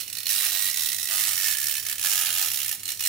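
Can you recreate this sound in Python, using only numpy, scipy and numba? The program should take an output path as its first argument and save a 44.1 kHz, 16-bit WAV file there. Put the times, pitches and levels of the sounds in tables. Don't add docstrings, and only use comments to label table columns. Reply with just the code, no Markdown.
import sys
import numpy as np
from scipy import signal
from scipy.fft import rfft, irfft, next_fast_len
from scipy.io import wavfile
from scipy.ndimage import uniform_filter1d
from numba import njit

SR = 44100
rng = np.random.default_rng(int(sys.argv[2]) if len(sys.argv) > 2 else 0)


def to_wav(s):
    ch = np.atleast_2d(s).T
    pcm = np.round(np.clip(ch, -1, 1) * 32767)
    wavfile.write(sys.argv[1], SR, pcm.astype(np.int16))


def boost_factor(decibels):
    exponent = np.asarray(decibels, float) / 20
    return 10 ** exponent


N = 135828

# frequency in Hz, level in dB.
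HUM = [(96, -64), (102, -65)]
# frequency in Hz, level in dB per Hz.
ROOM_TONE = [(25, -22), (60, -1.5), (200, -0.5), (400, -7), (1000, -13), (2000, -8.5), (9000, -18),
             (16000, -23)]
ROOM_DB = -54.5

ECHO_DB, ECHO_T60_S, ECHO_LIKENESS = -7.5, 0.074, 0.81

# start in seconds, peak in
# dB.
STALL_TEETH = [(0.0004, -29.5), (0.0071, -29.5), (0.0152, -38), (0.0297, -37), (0.0603, -47), (0.0773, -34.5),
               (0.0978, -34), (0.1197, -63), (0.1266, -29.0), (0.1504, -32), (0.1678, -29.5), (0.1829, -30),
               (0.2015, -33), (0.2152, -58), (0.2295, -32.5), (0.2416, -57), (0.2546, -29.5), (0.2655, -23),
               (0.2786, -30.5), (0.2897, -23.5),
               (1.709, -24), (1.721, -27.5), (1.7382, -27), (1.7513, -25), (1.7663, -26), (1.779, -27.5),
           (1.7963, -29), (1.8113, -44), (1.8253, -33.4), (1.831, -37), (1.8499, -30), (1.8638, -23.5),
           (1.8835, -27), (1.8954, -24.5), (1.911, -28), (1.9247, -26), (1.954, -32), (1.98, -28.5),
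           (1.993, -27), (2.0112, -25.5), (2.0258, -25.5), (2.0364, -24.5), (2.0452, -23),
               (2.7245, -26.5), (2.7376, -49), (2.7465, -35), (2.7823, -56), (2.7941, -41.8), (2.8014, -43),
           (2.8307, -32), (2.8536, -29), (2.864, -40), (2.8772, -29.5), (2.8877, -25.5), (2.9018, -29),
           (2.9167, -27), (2.9321, -46), (2.9459, -42), (2.9587, -52), (2.971, -38), (2.9923, -29),
           (3.005, -23), (3.0224, -28), (3.0357, -24.5), (3.0496, -23.5), (3.058, -23.4), (3.0703, -23)]
# start in seconds, peak in dB.
DRAG_TEETH = [(0.7278, -31), (0.7406, -25.5), (0.7579, -26.7), (0.77, -22), (0.7814, -28), (0.7929, -24),
              (0.8063, -25), (0.8194, -25), (0.8318, -25.5), (0.8441, -28.5), (0.8577, -21.5), (0.8697, -26.5),
              (0.8861, -24), (0.8989, -28), (0.9164, -24), (0.928, -25), (0.9436, -26), (0.9622, -28.5),
              (0.9824, -25), (0.9951, -29.5), (1.0067, -34), (1.013, -31), (1.0277, -25), (1.0402, -30),
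              (1.0526, -27.5), (1.0708, -27), (1.0849, -25),
              (1.5473, -27.5), (1.5678, -24.5), (1.5823, -24), (1.5987, -25), (1.6127, -24), (1.6271, -24.5),
          (1.6397, -22.5), (1.6551, -28), (1.667, -22), (1.6815, -23.5), (1.694, -24),
              (2.482, -25.1), (2.5006, -25.5), (2.514, -23), (2.5326, -25.5), (2.542, -24.2), (2.557, -25.5),
          (2.571, -23), (2.5874, -24.5), (2.6004, -23.5), (2.615, -26), (2.629, -24.5), (2.6443, -27.2),
          (2.659, -25), (2.6784, -25), (2.6904, -24), (2.7118, -23)]
# start in seconds, peak in dB.
RUN_TEETH = [(0.3003, -21.5), (0.3074, -22.6), (0.319, -24.5), (0.3277, -22.5), (0.3382, -26), (0.3481, -25),
             (0.359, -22.5), (0.3702, -27), (0.3793, -23), (0.3865, -27), (0.3991, -25), (0.4063, -22),
             (0.4194, -22.5), (0.4291, -25), (0.439, -23.5), (0.4473, -21), (0.4574, -24), (0.4638, -24),
             (0.4777, -29), (0.4852, -26), (0.4969, -28), (0.5054, -30), (0.5181, -24), (0.5277, -25.5),
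             (0.5386, -28), (0.5477, -23.5), (0.5584, -24.4), (0.57, -25.5), (0.5807, -27), (0.5905, -23),
             (0.6014, -28), (0.6107, -27), (0.6209, -20), (0.6298, -30), (0.6416, -24.2), (0.6524, -23.5),
             (0.6624, -23.5), (0.6731, -25), (0.6835, -25), (0.6968, -25.9), (0.7102, -25.9),
             (1.0963, -24.5), (1.1081, -22.5), (1.118, -22), (1.128, -23), (1.1363, -24.5), (1.1469, -24.5),
         (1.1556, -23.5), (1.1686, -23.5), (1.178, -22), (1.19, -23), (1.1966, -25), (1.2074, -21),
         (1.2163, -27), (1.227, -25), (1.2352, -22), (1.2486, -24.5), (1.26, -27), (1.2693, -22.5),
         (1.2785, -22.5), (1.2883, -22.5), (1.2986, -33), (1.308, -24), (1.317, -28), (1.3299, -22),
         (1.343, -31), (1.353, -25), (1.364, -26), (1.376, -21), (1.3876, -29.5), (1.3977, -23.5),
         (1.409, -26), (1.419, -22.5), (1.4303, -23), (1.4405, -20.5), (1.4483, -26.5), (1.4586, -23.4),
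         (1.4682, -21), (1.481, -18.5), (1.491, -29), (1.5007, -25), (1.5096, -21.5), (1.5224, -24),
         (1.534, -25.5),
             (2.057, -20.5), (2.0679, -20), (2.0831, -26), (2.094, -24.5), (2.1037, -22), (2.1137, -21),
         (2.1238, -22), (2.1316, -20.5), (2.145, -26.5), (2.1539, -21), (2.166, -25.5), (2.176, -20.5),
         (2.188, -22), (2.1964, -25), (2.21, -21), (2.2186, -23.9), (2.2324, -23), (2.2466, -25),
         (2.257, -21), (2.2666, -22), (2.279, -28), (2.2883, -24), (2.3023, -21.5), (2.3146, -36.5),
         (2.325, -21.5), (2.3377, -25), (2.349, -22), (2.3603, -23.5), (2.372, -24), (2.3808, -22),
         (2.3928, -21.3), (2.4037, -31), (2.411, -20.5), (2.424, -21), (2.434, -29), (2.445, -24),
         (2.4577, -22.5), (2.4702, -25.5)]
STALL_DB, DRAG_DB, RUN_DB = 2, -1.2, -0.84

# start in seconds, end in seconds.
RUNS_S = [
    (.285, .72),
    (1.092, 1.542),
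    (2.03, 2.477),
]
# time in seconds, load in dB.
WHEEL_LOAD = [
    (.3, 0),
    (.52, 6.5),
    (.72, -1),
    (1.09, 4.5),
    (1.3, 7),
    (1.54, -1.5),
    (2.05, 3.5),
    (2.25, 4.5),
    (2.48, 5.5),
]
STALL_LOAD_DB = 0

CLICK_SPREAD_DB, COLOUR_SCATTER_DB = 2, 2
TURN_DB, TURN_S = 0.54, 0.196
RISE_S, FALL_S, RATTLE_S = 0.001, 0.00083, 0.024
STRIKE_GAIN = 5.14
RATTLE_DB, RUN_RATTLE_DB, WHIR_DB = -12, 2.5, -47
NEARER_DB_PER_S = 0.5

ZONES_HZ = [850, 1350, 1800, 2800, 4200, 5600, 8200, 10300, 12500, 14500]
# frequency in Hz, level in dB per Hz.
TIN = [(300, -35.5), (600, -27), (1050, -22), (1600, -12.5), (2300, -6.5), (2800, -4.5), (7750, -3.5),
       (16000, -1)]
# centre in Hz, width in Hz, level over the tin in dB.
SHELL = [(668, 40, 1), (802, 46, -0.5), (1270, 51, 2), (2570, 37, -24), (9580, 240, -9.5),
         (10600, 590, -7.5), (14100, 370, -11)]
# time in seconds, centre in Hz, level in dB.
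CAVITY = [
    (0, 2050, 1),
    (.35, 1770, 1.5),
    (.8, 1985, 7),
    (1.2, 1940, 8),
    (1.55, 1755, 12),
    (1.8, 1770, 7.5),
    (2.1, 1700, 6),
    (2.6, 1780, 2.5),
    (3.08, 1850, 1),
]
CAVITY_WIDTH_HZ = 113
# frequency in Hz, left-right likeness from 0 to 1.
LIKENESS = [(500, 0.97), (1500, 0.87), (3500, 0.52), (7000, 0.33), (15000, 0.26)]
LEFT_LAG_S = -0.000013
PAN_START_DB, PAN_END_DB, PAN_FULL_HZ = -9, -6.5, 1700

# centre in Hz, width in Hz, level in dB.
POSE_1 = [(2520, 130, 2.5), (2900, 170, 0), (3630, 220, -7), (4260, 190, 8.5), (5500, 260, 3)]
POSE_2 = [(2840, 80, -0.06), (3960, 330, 0.81), (5450, 230, -1.8), (7080, 55, -2), (8300, 97, -1)]
POSE_3 = [(2640, 43, -1), (3920, 230, 2.5), (5550, 320, 0), (6600, 190, -2), (8230, 140, 0)]
POSE_4 = [(2600, 41, -2.6), (2975, 67, -2.8), (4280, 55, -1), (5580, 180, -1.4), (7020, 73, -1.5)]
POSE_5 = [(818, 77, -0.5), (2820, 250, -7), (5270, 65, -1), (5690, 110, 2), (6880, 77, 1), (7130, 120, -2)]
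POSE_6 = [(2850, 130, 1), (4170, 160, 4.7), (5630, 230, 3.5), (6930, 280, 1.5), (8270, 170, 4.8)]
POSE_EDGES_S = [0, .28, .72, 1.09, 2.0, 2.76, 3.2]
POSE_DB = -1
NOTCH_HZ, NOTCH_WIDTH_HZ, NOTCH_S = 2250, 210, (0.81, 1.21)

TOP_HZ = 15750


def table(rows, x, col=1):
    rows = np.array(rows, float)
    return np.interp(x, rows[:, 0], rows[:, col])


def colour(rows, hz):
    return table([(np.log(f), v) for f, v in rows], np.log(hz))


def unit(x):
    return x / np.sqrt(np.mean(x ** 2))


def decay(x, s):
    return signal.lfilter([1], [1, -np.exp(-1 / (s * SR))], x, axis=-1)


def ringing(panels, hz, more_db=0):
    return sum(boost_factor(db + more_db) * 1j * hz * width / (centre ** 2 - hz ** 2 + 1j * hz * width)
               for centre, width, db in panels)


@njit
def svf(x, hz, width):
    y, b, l = np.empty(len(x)), 0., 0.
    for i in range(len(x)):
        g, k = np.tan(np.pi * hz[i] / SR), width / hz[i]
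        v = (b + g * (x[i] - l)) / (1 + g * (g + k))
        b, l, y[i] = 2 * v - b, l + 2 * g * v, k * v
    return y


def room(t):
    hz = np.maximum(np.fft.rfftfreq(N, 1 / SR), 10)
    tone = boost_factor(colour(ROOM_TONE, hz))
    width = np.clip(hz / 620.0, .2, 1)
    mid = irfft(rfft(rng.standard_normal(N)) * tone, N)
    side = irfft(rfft(rng.standard_normal(N)) * tone * width, N)
    hiss = unit(mid + side * np.array([[1], [-1]])) * boost_factor(ROOM_DB)
    hum = sum(np.sqrt(2) * boost_factor(db) * np.sin(2 * np.pi * f * t) for f, db in HUM)
    return hiss + hum


def echo(x):
    lag = np.arange(5000) / SR
    fall = boost_factor(-60 * lag / ECHO_T60_S) * (lag > .002)
    place = np.linspace(0, 7, N)
    out = 0
    for k in range(8):
        both = rng.standard_normal(len(lag))
        own = rng.standard_normal((2, len(lag)))
        tail = (np.sqrt(ECHO_LIKENESS) * both + np.sqrt(1 - ECHO_LIKENESS) * own) * fall
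        tail = tail / np.sqrt(np.sum(tail ** 2, axis=1, keepdims=True))
        here = np.sqrt(np.clip(1 - np.abs(place - k), 0, 1))
        out = out + signal.fftconvolve(x * here, tail, axes=1)[:, :N]
    return boost_factor(ECHO_DB) * out


def table_reflection(x, t):
    held = uniform_filter1d(1. * ((t > NOTCH_S[0]) & (t < NOTCH_S[1])), size=2000)
    centre = np.full(N, 1. * NOTCH_HZ)
    return x - held * np.array([svf(v, centre, 1. * NOTCH_WIDTH_HZ) for v in x])


def facing(x, t):
    size = next_fast_len(N)
    hz, out = np.fft.rfftfreq(size, 1 / SR), x
    poses = (POSE_1, POSE_2, POSE_3, POSE_4, POSE_5, POSE_6)
    for start, end, panels in zip(POSE_EDGES_S, POSE_EDGES_S[1:], poses):
        held = uniform_filter1d(1. * ((t >= start) & (t < end)), size=2000)
        out = out + irfft(rfft(x * held, size) * ringing(panels, hz, POSE_DB), size)[:, :N]
    return out


def cavity(x, t):
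    centre = table(CAVITY, t)
    ring = np.array([svf(v, centre, 1. * CAVITY_WIDTH_HZ) for v in x])
    return boost_factor(table(CAVITY, t, col=2)) * ring


def tin_shell(push):
    size = next_fast_len(N)
    hz = np.maximum(np.fft.rfftfreq(size, 1 / SR), 10)
    zones = np.array([colour(list(zip(ZONES_HZ, row)), hz) for row in np.eye(len(ZONES_HZ))])
    shared, left, right = (np.sum(zones * rfft(push * clicks(), size), axis=0) for _ in range(3))
    body = boost_factor(colour(TIN, hz)) * (1 + ringing(SHELL, hz))
    like = np.clip(colour(LIKENESS, hz), 0, 1)
    ports = body * (np.sqrt(like) * shared + np.sqrt(1 - like) * np.array([left, right]))
    ports[0] *= np.exp(-2j * np.pi * hz * LEFT_LAG_S)
    reach = np.clip(hz / PAN_FULL_HZ, 0, 1)
    return irfft(ports * boost_factor(np.array([[.5], [-.5]]) * PAN_START_DB * reach), size)[:, :N]


def clicks():
    sizes = boost_factor(CLICK_SPREAD_DB * rng.exponential(size=N))
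    hits = np.clip(unit(rng.standard_normal(N) * sizes), -4.5, 4.5)
    return unit(hits / np.sqrt(uniform_filter1d(hits ** 2, size=90)))


def teeth():
    groups = [(STALL_TEETH, STALL_DB),
              (DRAG_TEETH, STALL_DB + DRAG_DB),
              (RUN_TEETH, RUN_DB)]
    return np.array([(s, db + more) for rows, more in groups for s, db in rows]).T


def gear_push(t):
    at, db = teeth()
    count = len(ZONES_HZ)
    tint = rng.standard_normal((len(at), count))
    tint = tint - tint.mean(axis=1, keepdims=True)
    strikes = np.zeros((count, N))
    strikes[:, np.clip((at * SR).astype(int), 0, N - 1)] = boost_factor(db + COLOUR_SCATTER_DB * tint.T)
    drift = rng.standard_normal((count, 40))
    strikes *= boost_factor(TURN_DB * np.array([np.interp(t / TURN_S, np.arange(40), row) for row in drift]))
    onset = decay(decay(decay(strikes, RISE_S), RISE_S), RISE_S) / (RISE_S * SR) ** 3
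    running = sum((t > a) & (t < b) for a, b in RUNS_S) > 0
    loose = boost_factor(RATTLE_DB + RUN_RATTLE_DB * running)
    push = STRIKE_GAIN * decay(onset, FALL_S) + decay(onset * loose, RATTLE_S) + boost_factor(WHIR_DB)
    push[0] *= boost_factor(NEARER_DB_PER_S * t)
    load_db = np.where(running, table(WHEEL_LOAD, t), STALL_LOAD_DB)
    push[:2] *= boost_factor(uniform_filter1d(load_db, size=600))
    return push


def toy(t):
    out = tin_shell(gear_push(t))
    out = table_reflection(facing(out, t), t)
    out = out * boost_factor(np.array([[.5], [-.5]]) * (PAN_END_DB - PAN_START_DB) * t / t[-1])
    return out + cavity(out, t)


def scene():
    t = np.arange(N) / SR
    tin = toy(t)
    return tin + echo(tin) + room(t)


def band_limit(x):
    return signal.sosfilt(signal.butter(12, 15820, fs=SR, output="sos"), x)


def record(dry):
    top_cut = signal.ellip(10, .2, 70, TOP_HZ, fs=SR, output="sos")
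    mix = signal.sosfilt(top_cut, dry)
    return band_limit(mix)


dry = scene()
out = record(dry)
to_wav(out)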